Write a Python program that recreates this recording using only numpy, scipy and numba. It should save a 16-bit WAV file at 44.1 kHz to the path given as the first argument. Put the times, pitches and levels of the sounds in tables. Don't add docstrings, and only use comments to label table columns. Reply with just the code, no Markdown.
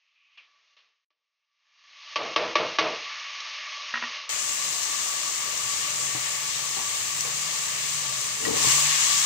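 import sys
import numpy as np
from scipy import signal
from scipy.fft import rfft, irfft
from scipy.io import wavfile
from scipy.ndimage import uniform_filter1d
from numba import njit

SR = 44100
rng = np.random.default_rng(int(sys.argv[2]) if len(sys.argv) > 2 else 0)


def store_pcm(level_fs):
    pcm = np.round(np.clip(level_fs, -1, 1) * 32767).astype(np.int16)
    wavfile.write(sys.argv[1], SR, np.atleast_2d(pcm).T)


N = 407925
SWITCH_S = 4.292
PORT_LAG_S = 43 / SR


def undb(db):
    return 10 ** (np.asarray(db) / 20)


def unit(x):
    return x / np.std(x)


def seconds(length_s):
    return np.arange(int(length_s * SR)) / SR


def noise(count=N):
    return rng.standard_normal(count)


def curve(table):
    s, *columns = np.transpose(table)
    return [np.interp(np.arange(N) / SR, s, column) for column in columns]


def across(table):
    hz, value = np.transpose(table)
    return np.interp(np.log(np.fft.rfftfreq(N, 1 / SR) + 1), np.log(hz), value)


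def between(table):
    s = np.arange(N) / SR
    return (s >= table[0][0]) & (s < table[-1][0])


def after(times, rise_s, hold_s, fall_s):
    s = np.arange(N) / SR
    corners = np.cumsum([0, rise_s, hold_s, fall_s])
    return np.max([np.interp(s - start, corners, [0, 1, 1, 0]) for start in times], axis=0)


@njit
def svf(x, hz, damp):
    band_out, high_out = np.empty(len(x)), np.empty(len(x))
    band_state, low_state = 0., 0.
    for i in range(len(x)):
        g = np.tan(np.pi * hz[i] / SR)
        v = (band_state + g * (x[i] - low_state)) / (1 + g * (g + damp))
        low = low_state + g * v
        band_out[i] = damp * v
        high_out[i] = x[i] - damp * v - low
        band_state = 2 * v - band_state
        low_state = 2 * low - low_state
    return band_out, high_out


def band(x, hz, damp):
    return svf(x, np.full(len(x), 1. * hz), damp)[0]


def walk(rate):
    k = int(SR / rate)
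    steps = np.repeat(noise(N // k + 1), k)
    return 1.306 * uniform_filter1d(uniform_filter1d(steps, k), k)[:N]


def add(out, s, sound):
    i = int(s * SR)
    out[i:i + len(sound)] += sound[:N - i]


def fall(t, t60):
    return 10 ** (-3 * t / t60)


def ring(modes, t):
    chance = noise((len(modes), 2)) * [1.5, .008]
    x = np.zeros(len(t))
    for k, (hz, db, t60) in enumerate(modes):
        level = (-1) ** k * undb(db + chance[k, 0])
        x += level * fall(t, t60) * np.sin(2 * np.pi * hz * (1 + chance[k, 1]) * t)
    return x / np.abs(x).max()


def tone(hz, db):
    phase = 2 * np.pi * np.cumsum(hz + 4 * walk(16)) / SR
    return np.sqrt(2) * undb(db + 3.4 * walk(11)) * np.sin(phase)


# (time [s], frequency [Hz], relative level [dB])
HUM_PATH = [(4.3, 131, -62), (4.46, 131, -75), (4.69, 162, -60), (4.95, 122, -84), (5.13, 150, -65),
            (5.62, 122, -60.5), (5.73, 137, -56.5), (6.68, 139, -56), (6.81, 122, -53), (6.89, 134, -58),
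            (7.1, 132, -59), (7.15, 142, -49), (7.76, 149, -51), (8.37, 130, -51), (8.73, 140, -43.5),
            (8.84, 146, -51), (9.14, 136, -51.5), (9.25, 148, -55)]
LOWER_HUM_HZ, LOWER_HUM_DB = 119, -68


def hum():
    hz, db = curve(HUM_PATH)
    blur = svf(noise(), hz, 0.6)[0]
    blur = unit(svf(blur, hz, 0.6)[0])
    upper = tone(hz, db)
    lower = tone(LOWER_HUM_HZ, LOWER_HUM_DB + 4.1 * walk(5.2))
    return upper + lower + undb(db - 6.5) * blur


# (time [s], level [dB], frequency [Hz], bass level [dB], rattle level [dB]),
# bass and rattle against the bump
THUDS_NEARBY = [(6.146, -30.5, 308, 1, -5.5), (6.764, -37, 357, -11, 4), (7.248, -29.5, 500, -13, -11),
                (8.665, -36, 292, 8, -16)]


def thuds():
    out, t = np.zeros(N), seconds(.25)
    for s, db, hz, low_db, rattle_db in THUDS_NEARBY:
        rattle = unit(band(noise(len(t)), 2.05 * hz, 1.0))
        rattle *= undb(rattle_db) * np.minimum(2.1 * fall(t, 0.26), 1)
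        bass = undb(low_db) * ring([(132, 0, 0.18)], t)
        body = ring([(hz, 0, .12)], t)
        onset = np.minimum(t / 0.0037, 1)
        add(out, s, undb(db) * (bass + body + rattle) * onset)
    return out


# (time [s], level [dB], brightness [dB per octave])
CLATTER = [(3.938, -10, -2), (3.955, -16, 1), (3.972, -19, 1.5), (4.024, -15, -3), (4.037, -17, -1),
           (8.44, -26, 11), (8.451, -17, 12)]
# (frequency [Hz], level [dB], decay t60 [s])
SURFACE_MODES = [(241, -10, 0.16), (985, -4, 0.042), (1290, -5, 0.03), (1440, -1, 0.029), (1660, -2, .03),
                 (1880, -0.5, 0.066), (2730, -5, 0.027)]


def clacks():
    out, t = np.zeros(N), seconds(.3)
    for s, db, tilt_db in CLATTER:
        modes = [(hz, d + tilt_db * np.log2(hz / 1400), t60) for hz, d, t60 in SURFACE_MODES]
        hit = ring(modes, t)
        first = t[:512] == 0
        chatter = (rng.random(512) < .05) * 0.32 * fall(t[:512], 0.024) + first
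        sound = signal.fftconvolve(hit, chatter)[:len(t)]
        rasp = band(noise(len(t)), 1500 * 2 ** (0.11 * tilt_db), 0.79)
        tail = undb(-6.5) * fall(t, 0.21) * rasp
        add(out, s, undb(db) * (sound / np.abs(sound).max() + tail))
    return out


# (time [s], level [dB], length scale [s])
FOOD_LOADS = [(8.36, -27.5, 0.23), (8.585, -36.5, 0.13), (8.733, -41.5, .08)]


def tumble():
    rough = noise() * undb(1.2 * walk(65))
    chunks = band(rough, 440, 0.091)
    chunks += undb(-5.5) * band(rough, 290, 0.47)
    chunks += undb(-16) * band(rough, 126, 0.42)
    level = np.zeros(N)
    for s, db, length in FOOD_LOADS:
        level += undb(db) * after([s], 0.46 * length, 0.28 * length, 0.9 * length) ** 2
    return unit(chunks) * level


# (time [s], level [dB])
FAT_SPITS = [(3.197, -21.5), (3.404, -19), (4.831, -21.5), (5.576, -22), (5.8306, -31), (7.207, -16),
             (8.2127, -24), (8.627, -20.5), (8.7215, -19), (8.928, -28), (9.1835, -22)]


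def pops():
    out, t = np.zeros(N), seconds(.03)
    for s, db in FAT_SPITS:
        add(out, s, undb(db) * fall(t, 0.023) * unit(band(noise(len(t)), 6200, 0.3)))
    return out


# (time [s], blow level [dB], rumble level [dB], tail level [dB]),
# rumble and tail against the blow
RIM_KNOCKS = [(0.374, -54.5, -38, 4.5), (0.766, -58, -22, 6.5), (1.104, -66.5, -23, -9),
              (2.158, -14.5, -10, -13.5), (2.361, -12, -9, -11), (2.555, -10, -10.5, -12.5),
              (2.786, -10, -10, -10.5)]
# (frequency [Hz], level [dB], decay t60 [s])
POT_MODES = [(321, -3, 0.18), (455, -0.5, 0.031), (615, -3.5, 0.12), (883, -1.5, 0.064), (1149.4, 1, 0.088),
             (1718, -10, 0.11), (1854, -18, .1), (2190, -13.5, 0.27), (2816, -13, 0.18),
             (3160, -5.5, 0.074), (3750, -17, 0.05), (5920, -3, 0.037)]


def knocks():
    out, t = np.zeros(N), seconds(.45)
    swell = (t / 0.06 * np.exp(1 - t / 0.054)) ** 1.46
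    for s, db, rumble_db, tail_db in RIM_KNOCKS:
        crack = undb(1.5) * fall(t, 0.091) * noise(len(t))
        tail = undb(tail_db) * fall(t, 0.42) * unit(band(noise(len(t)), 3100, 1.8))
        rough = noise(len(t))
        rumble = sum(undb(d) * band(rough, hz, 0.13) for hz, d, _ in POT_MODES[:3])
        rumble += undb(-6) * band(rough, 185, 0.91) + undb(-10) * band(rough, 95, 1.0)
        blow = undb(3.5) * ring(POT_MODES, t) + crack + tail
        add(out, s, undb(db) * blow + undb(db + rumble_db) * swell * unit(rumble))
    return out


# (time [s], level [dB])
BOTTOM_SCRAPE = [(0, -75.5), (.27, -64.5), (.372, -63), (.378, -44.5), (.5, -78)]


def scrape():
    drag = noise() * undb(2.0 * walk(49))
    drag = unit(band(band(drag, 2600, 0.31), 2650, 0.66))
    return between(BOTTOM_SCRAPE) * undb(curve(BOTTOM_SCRAPE)[0]) * drag


def bubbles(per_s=2500, spread_db=2.5, crackle_db=-8):
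    strength = undb(spread_db * np.minimum(rng.exponential(size=N), 3.5))
    bursts = (rng.random(N) < per_s / SR) * noise() * strength
    smear = rfft(noise(512) * fall(np.arange(512) / SR, 0.0049), N)
    smear /= np.abs(smear)
    return rfft(noise()) + undb(crackle_db) * rfft(unit(bursts)) * smear


# (frequency [Hz], relative level per Hz [dB])
STEADY_COLOUR = [(45, -19), (80, -13.5), (200, -13.5), (300, -15), (600, -9), (900, -12), (1450, -10.5),
                 (1900, -5.5), (3500, -4.5), (5500, -2.5), (6600, 2), (7600, -0.5), (8700, -12.5),
                 (11000, -20), (13700, -26.5), (14500, -20.5)]
# (frequency [Hz], level [dB])
RIGHT_COLOUR = [(60, -11.5), (300, -9), (800, -11), (1800, -9), (2600, -4), (4800, -10), (6500, -10),
                (8300, 4.5), (11000, -0.5), (15000, 6.5)]
# (frequency [Hz], likeness [0-1, clipped])
LIKENESS = [(40, 0.2), (140, 1), (450, 0.34), (680, 0.16), (1050, 0.73), (2200, 0.01), (4000, 0.07)]


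def drone_and_sizzle():
    hz = np.fft.rfftfreq(N, 1 / SR)
    alike, common = np.clip(across(LIKENESS), 0, 1), bubbles()
    late = np.exp(-2j * np.pi * hz * PORT_LAG_S)
    left = np.sqrt(alike) * common + np.sqrt(1 - alike) * bubbles()
    right = np.sqrt(alike) * common * late + np.sqrt(1 - alike) * bubbles()
    right *= undb(across(RIGHT_COLOUR))
    wall = np.ones(len(hz))
    for mode_hz, db, _ in POT_MODES[:9]:
        wall += undb(min(db, -6) + 10.5) / (1 + ((hz - mode_hz) / (0.0089 * mode_hz)) ** 2)
    ports = np.array([left, right]) * undb(across(STEADY_COLOUR)) * wall
    boil, drone, frying = walk(5), 0, 0
    for centre in np.arange(5, 15):
        share = np.clip(1 - np.abs(np.log2(hz + 1) - centre), 0, 1)
        octave = irfft(ports * share, N)
        if centre < 10:
            drone = drone + octave * undb(1.8 * walk(9))
        else:
            frying = frying + octave * undb(0.12 * boil + 0.76 * walk(12))
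    return np.array([drone, frying]) / np.std(frying[0])


# (time [s], share [0-1])
TUB_COVER = [(8.4, 0), (8.5, 1), (8.75, .6), (9.0, .1), (9.25, 0)]
RING_HZ, RING_DROP_HZ = 1150, 95
RING_DB, RING_NARROW_DB = 5.5, 1
RING_COVER_DB, RING_PER_DB = 4.5, -0.26


def air_ring(frying, wide, cover, flare_db):
    wide_db = RING_DB + RING_COVER_DB * cover + RING_PER_DB * flare_db
    ring_db = np.where(wide, wide_db, RING_NARROW_DB)
    rings = [svf(port, RING_HZ - RING_DROP_HZ * cover + 12 * walk(20), 0.11)[0] for port in frying]
    return undb(ring_db) * np.array(rings)


# (time [s], frying level [dB])
NARROW_BACKGROUND = [(0, -67.5), (.2, -67), (.38, -59.5), (.55, -58.5), (.76, -59), (.9, -65), (1.13, -81),
                     (1.5, -73.5), (1.71, -59), (2.15, -33), (2.33, -29.5), (3.02, -29.5), (4.16, -28.5),
                     (4.285, -35)]
# (time [s], level [dB])
WIDE_FRYING = [(4.29, -25.5), (8.28, -26.5), (8.38, -28.5), (8.45, -26.5), (8.54, -25), (8.57, -21),
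               (8.68, -17.5), (8.994, -20), (9.25, -19.5)]
# (time [s], level [dB])
PHONE_TURN = [(4.29, -1), (4.6, 0), (8.7, 1.5), (9.25, 0)]
DIP_DB, DIP_FALL_S, DIP_BACK_S = -8, 0.021, 0.097


def scene():
    wide = np.arange(N) >= SWITCH_S * SR
    late_db, cover = curve(WIDE_FRYING)[0], curve(TUB_COVER)[0]
    dip = after([knock[0] - DIP_FALL_S for knock in RIM_KNOCKS], DIP_FALL_S, 0, DIP_BACK_S)
    early_db = curve(NARROW_BACKGROUND)[0] + DIP_DB * dip
    flare_db = late_db - WIDE_FRYING[0][1]
    drone, steady = drone_and_sizzle()
    steady = steady + air_ring(steady, wide, cover, flare_db)
    steady[1] *= undb(curve(PHONE_TURN)[0])
    steady *= undb(np.where(wide, late_db, early_db))
    steady += drone * undb(np.where(wide, -28.5 + 0.22 * flare_db, early_db - 6.5))
    hum_db = np.where(wide, 3.5, np.minimum(early_db + 31, 8))
    near = hum() * undb(hum_db) + thuds() + clacks() + tumble() + pops() + knocks() + scrape()
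    near_right = undb(-8.0) * np.roll(near, round(PORT_LAG_S * SR))
    return steady + np.array([near, near_right])


# (frequency [Hz], level [dB])
NARROW_COLOUR = [(300, -4), (600, -1.5), (800, -7), (1150, 1.5), (1500, -5), (2500, 0.5), (4000, -4.5),
                 (5500, -9), (6500, -17.5), (6900, -28.5)]
NARROW_TOP_HZ, TOP_HZ = 6900, 15520
CUT_SHUT_HZ, CUT_OPEN_HZ = 470, 255
OPEN_S, HOLD_S, CLOSE_S = 0.11, 0.041, 0.28
LEAK_SHUT_DB, LEAK_OPEN_DB, LEAK_BLUR_S = -56.5, -14.5, .5
BRIEF_DIP_S = 1.045, 1.103


def record(dry):
    s = np.arange(N) / SR
    heard = dry[0] * (s < SWITCH_S + .1)
    mono = irfft(rfft(heard) * undb(across(NARROW_COLOUR)), N)
    opened = after([blow[0] for blow in RIM_KNOCKS + CLATTER], OPEN_S, HOLD_S, CLOSE_S)
    around = np.clip(3.3 * uniform_filter1d(opened, int(LEAK_BLUR_S * SR)), 0, 1)
    leak_db = LEAK_SHUT_DB + (LEAK_OPEN_DB - LEAK_SHUT_DB) * around
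    edge_hz = CUT_SHUT_HZ * (CUT_OPEN_HZ / CUT_SHUT_HZ) ** opened
    cut = mono
    for _ in range(3):
        cut = svf(cut + 1e-18, edge_hz, 1.52)[1]
    mono = cut + undb(leak_db) * band(mono, 160, 0.67)
    outside_s = np.maximum(BRIEF_DIP_S[0] - s, s - BRIEF_DIP_S[1])
    mono *= np.clip(outside_s / .004 + 1, .12, 1)
    mono = signal.sosfilt(signal.ellip(10, .3, 80, NARROW_TOP_HZ, fs=SR, output="sos"), mono)
    both = signal.sosfilt(signal.butter(2, 70, "high", fs=SR, output="sos"), dry)
    out = np.where(np.arange(N) >= SWITCH_S * SR, both, mono)
    return signal.sosfilt(signal.ellip(10, .2, 80, TOP_HZ, fs=SR, output="sos"), out)


dry = scene()
out = record(dry)
store_pcm(out)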